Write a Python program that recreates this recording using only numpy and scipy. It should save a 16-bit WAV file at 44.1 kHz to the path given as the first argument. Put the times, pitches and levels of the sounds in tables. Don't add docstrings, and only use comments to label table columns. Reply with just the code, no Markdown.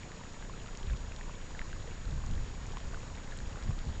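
import sys
import numpy as np
from scipy import signal
from scipy.fft import rfft, irfft
from scipy.io import wavfile
from scipy.ndimage import uniform_filter1d

SR = 44100
rng = np.random.default_rng(int(sys.argv[2]) if len(sys.argv) > 2 else 0)


def wav_record(signal):
    frames = np.transpose(np.atleast_2d(signal))
    bounded = np.clip(frames, -1, 1)
    quanta = np.round(bounded * 32767).astype(np.int16)
    wavfile.write(sys.argv[1], SR, quanta)


N = 176400

# start_s, pitch_hz, level_db, ring_cycles
BIG_BUBBLES = [(0.0332, 2278, -38.5, 24), (0.1183, 1954, -33, 9), (0.2119, 950, -43, 35),
               (0.2362, 1810, -40.5, 30), (0.367, 980, -48, 28), (0.4255, 1622, -39.0, 23),
               (0.4503, 1610, -40.5, 19), (0.4959, 1050, -38, 33), (0.536, 1310, -42, 45),
               (0.5761, 1714, -33.5, 6), (0.6, 2850, -39, 15), (0.662, 1300, -43.5, 40),
               (0.673, 3120, -38, 10), (0.6863, 1340, -41, 28), (0.7515, 2600, -34, 9),
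               (0.7736, 6170, -30, 16), (0.808, 940, -44, 38), (0.8302, 3072, -38, 18),
               (0.8408, 392, -42.5, 26), (0.8992, 1620, -34, 15), (0.9047, 3580, -41, 35),
               (0.972, 3780, -35, 7), (1.1206, 2430, -33, 13), (1.1629, 3487, -32, 9),
               (1.2111, 1830, -32.5, 18), (1.2808, 946, -41, 22), (1.2953, 1110, -36.5, 18),
               (1.375, 1860, -45, 16), (1.5072, 950, -41.5, 24), (1.5489, 1670, -37.5, 33),
               (1.5925, 2850, -38, 13), (1.5929, 2042, -28.5, 19), (1.6159, 1743, -32.5, 26),
               (1.7297, 1550, -33.5, 28), (1.8748, 1925, -34.7, 13), (1.8777, 472, -40, 21),
               (2.1107, 3669, -39.5, 20), (2.1269, 1540, -41.3, 24), (2.138, 2810, -39, 11),
               (2.2385, 1058, -36.5, 14), (2.2631, 6340, -35.5, 20.5), (2.3121, 3639, -37.7, 14),
               (2.3785, 1810, -41.5, 30), (2.6665, 6509, -35.5, 21), (2.7209, 3110, -41.9, 28),
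               (2.7353, 865, -40, 22), (2.7705, 1030, -31, 20), (2.7707, 3463, -36, 9),
               (2.7836, 3440, -38.6, 15), (2.803, 2990, -39, 14), (2.9337, 650, -40.5, 20),
               (2.9443, 1450, -32.5, 31), (2.9726, 1022, -36.5, 18), (3.03, 503, -42.5, 21),
               (3.0312, 918, -32, 4), (3.165, 3540, -45, 15), (3.1741, 1814, -46, 35),
               (3.2754, 1906, -37.5, 15), (3.3129, 3760, -39, 30), (3.3215, 1710, -36, 32),
               (3.3743, 7600, -32, 20), (3.388, 3950, -34, 15), (3.4031, 1619, -38, 18),
               (3.5578, 1402, -39.7, 26), (3.571, 463, -32.5, 5), (3.588, 1480, -44, 27),
               (3.61, 1320, -42, 36), (3.6255, 3260, -37, 13), (3.6266, 1721, -34, 10),
               (3.6369, 5219, -35.5, 11), (3.6761, 1160, -52, 28), (3.7071, 1090, -33.5, 14),
               (3.7899, 3500, -32, 10), (3.8531, 4502, -42, 17)]
SNAP_GAIN_DB, RING_GAIN_DB = -10.5, -0.57
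SNAP_DECAY_S, SNAP_WIDTH_OCTAVES, SNAP_PITCH_RATIO = 0.0006, 0.55, 1.24


def plips():
    out = np.zeros(N)
    t = np.arange(SR // 100) / SR
    for start_s, pitch_hz, level_db, ring_cycles in BIG_BUBBLES:
        octaves_away = np.log2(frequencies(len(t)) / (pitch_hz * SNAP_PITCH_RATIO))
        band = np.exp(-.5 * (octaves_away / SNAP_WIDTH_OCTAVES) ** 2)
        snap = irfft(rfft(rng.standard_normal(len(t))) * band, len(t))
        add(out, start_s, set_level(snap, level_db + SNAP_GAIN_DB) * np.exp(-t / SNAP_DECAY_S))
        add(out, start_s, gain(level_db + RING_GAIN_DB) * bubble_ring(pitch_hz, ring_cycles))
    return out


def bubble_ring(pitch_hz, ring_cycles, pitch_rise=0.1, attack_cycles=0.25):
    cycles = np.arange(int(ring_cycles / pitch_hz * SR) + 2) * pitch_hz / SR
    fade_in = 1 - np.exp(-cycles / attack_cycles)
    fade_out = gain(-60 * cycles / ring_cycles)
    rising_cycles = cycles + pitch_rise * cycles ** 2 / (2 * ring_cycles)
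    return fade_in * fade_out * np.sin(2 * np.pi * rising_cycles)


def bubble_crowd(per_s, low_hz, high_hz, ring_cycles, spread_db, level_db):
    out = np.zeros(N)
    dice = rng.random((4000, 4))
    for when, pitch, size, length in dice[:int(per_s * N / SR)]:
        pitch_hz = low_hz * (high_hz / low_hz) ** pitch
        size_db = spread_db * min(-np.log(1 - size), 4.2)
        cycles = ring_cycles * np.exp(0.78 * (2 * length - 1))
        add(out, when * N / SR, gain(size_db) * bubble_ring(pitch_hz, cycles))
    return set_level(out, level_db)


# frequency_hz, relative_db
WATER_TONE = [(100, 6.5), (250, -3), (430, 0), (700, -4), (1000, -6), (1300, -9.5), (1700, -7),
              (2300, -9.5), (3400, -12.5), (5000, -17), (9000, -20.5)]


def running_water(level_db=-52.5, flicker_db=1.7):
    out = np.zeros(N)
    spectrum = rfft(noise(WATER_TONE))
    half_octaves = 2 * np.log2(frequencies(N) / 100)
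    for centre in range(15):
        band = irfft(spectrum * np.maximum(1 - abs(half_octaves - centre), 0), N)
        out += band * gain(flicker_db * wander(steps_per_s=28))
    return set_level(out, level_db)


# frequency_hz, relative_db
RUMBLE_TONE = [(5, -14), (15, 4), (28, 6.5), (45, -6.5), (60, -5.5), (90, -22), (200, -69.5)]
BUFFET_TONE = [(30, -22.5), (58, 3), (85, -0.5), (120, -3.5), (170, -14), (260, -21), (500, -35),
               (1500, -57)]
# time_s, level_db
RUMBLE_GUSTS = [(0, -52.5), (.25, -51), (.4, -44.5), (.75, -44.5), (.95, -33.5), (1.05, -45.5),
                (1.25, -41.5), (1.5, -44.5), (1.65, -39), (1.85, -44.5), (2.05, -41.5), (2.15, -34),
                (2.25, -40.5), (2.35, -31.5), (2.47, -40.5), (2.65, -44.5), (2.75, -40.5), (2.95, -40),
                (3.12, -47.5), (3.42, -39), (3.55, -46), (3.7, -33.5), (3.85, -41), (4.0, -40)]
BUFFET_GUSTS = [(0, -51.5), (.4, -54), (.65, -50.5), (.73, -63), (.82, -60), (.87, -40), (.93, -39.5),
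                (.98, -48.5), (1.05, -43.5), (1.22, -53.5), (1.45, -54), (1.63, -52), (1.7, -48),
                (1.78, -45), (1.87, -48), (1.93, -49), (2.02, -51), (2.08, -41.5), (2.16, -37),
                (2.23, -43.5), (2.3, -36.5), (2.42, -40), (2.5, -48.5), (2.58, -51), (2.65, -45.5),
                (2.74, -45), (2.78, -52), (2.85, -45.5), (2.95, -50), (3.03, -50), (3.14, -44),
                (3.22, -55.5), (3.42, -44.5), (3.55, -45), (3.62, -54.5), (3.69, -30.5), (3.72, -39),
                (3.77, -50), (3.83, -55), (3.88, -30), (3.93, -45.5), (4.0, -46.5)]


def wind(boost_db=0.5):
    rumble = swirling_air(RUMBLE_TONE, even_over_s=0.12) * gain(curve(RUMBLE_GUSTS) + boost_db)
    buffet = swirling_air(BUFFET_TONE, even_over_s=0.06) * gain(curve(BUFFET_GUSTS) + boost_db)
    return rumble + buffet


def swirling_air(tone, even_over_s):
    pressure = noise(tone)
    local_power = uniform_filter1d(pressure ** 2, size=int(even_over_s * SR))
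    return pressure / np.sqrt(local_power)


# frequency_hz, relative_db
KNOCK_TONE = [(60, -26.5), (120, -7), (150, -0.5), (180, -1), (210, -4.5), (240, -4), (270, -9),
              (300, -13.5), (340, -27.5), (430, -14.5), (520, -13.5), (700, -31.5), (2000, -69.5)]
HISS_TONE = [(100, 6.5), (2000, -7.5), (4000, 2.5), (5000, 1.5), (6300, 4), (7300, 2.5), (9000, -1.5)]


def camera_noise(turns_per_s=29.97, whine_hz=6903.3):
    t = np.arange(N) / SR
    whole_turns = np.floor(turns_per_s * t + rng.random())
    knocks = np.diff(whole_turns, append=0).clip(0)
    hum = set_level(shape_tone(knocks - knocks.mean(), KNOCK_TONE), level_db=-54.5)
    whine = set_level(np.sin(2 * np.pi * whine_hz * t), level_db=-62.5)
    hiss = set_level(noise(HISS_TONE), level_db=-58)
    return hiss + hum + whine


def gain(db):
    return 10 ** (np.asarray(db) / 20)


def set_level(sound, level_db):
    return sound * gain(level_db) / np.sqrt(np.mean(sound ** 2))


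def curve(rows):
    times_s, values = np.array(rows).T
    return np.interp(np.arange(N) / SR, times_s, values)


def frequencies(samples):
    return np.maximum(np.fft.rfftfreq(samples, 1 / SR), 1)


def shape_tone(sound, tone):
    hz, db = np.array(tone, float).T
    change_db = np.interp(np.log(frequencies(N)), np.log(hz), db)
    return irfft(rfft(sound) * gain(change_db), N)


def noise(tone):
    return set_level(shape_tone(rng.standard_normal(N), tone), 0)


def wander(steps_per_s):
    step_samples = int(SR / steps_per_s)
    steps = np.repeat(rng.standard_normal(N // step_samples + 2), step_samples)
    return set_level(uniform_filter1d(steps, step_samples)[:N], 0)


def add(out, start_s, sound):
    first = int(np.clip(round(start_s * SR), 0, N - 1))
    out[first:first + len(sound)] += sound[:N - first]


# time_s, relative_db
BOIL_STRENGTH = [(0, -0.5), (.4, -1), (.7, 0.5), (1.0, 0), (1.4, -1.2), (1.55, 0.8), (1.8, -.5), (2.2, 0),
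                 (2.6, 0.5), (2.95, 1), (3.3, 1), (3.45, 0.5), (3.58, 2.5), (3.75, 0.5), (4.0, -1)]


def scene():
    boil_db = curve(BOIL_STRENGTH)
    big_bubbles = plips()
    gurgle = bubble_crowd(106, 274, 742, ring_cycles=20, spread_db=2, level_db=-62.5)
    simmer = bubble_crowd(524.5, 817, 1898, ring_cycles=18, spread_db=2, level_db=-58.5)
    spatter = bubble_crowd(333, 2097.5, 4390.5, ring_cycles=11.5, spread_db=4, level_db=-64.5)
    fizz = bubble_crowd(94, 4399.5, 8007, ring_cycles=17.5, spread_db=3, level_db=-72.5)
    pool = big_bubbles + gurgle + gain(boil_db) * simmer + spatter + fizz
    water = gain(0.75 * boil_db) * running_water()
    return (pool + water + wind() + camera_noise())[None]


# frequency_hz, gain_db
CAMERA_TONE = [(20, 1), (7000, -1), (7450, 0.5), (7900, -5), (8400, -11.5), (8800, -24.5), (9100, -33)]
CUTOFF_HZ = 9000


def record(dry):
    dulled = np.array([shape_tone(channel, CAMERA_TONE) for channel in dry])
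    low_pass = signal.ellip(8, .1, 70, CUTOFF_HZ, fs=SR, output="sos")
    return signal.sosfilt(low_pass, dulled)


dry = scene()
out = record(dry)
wav_record(out)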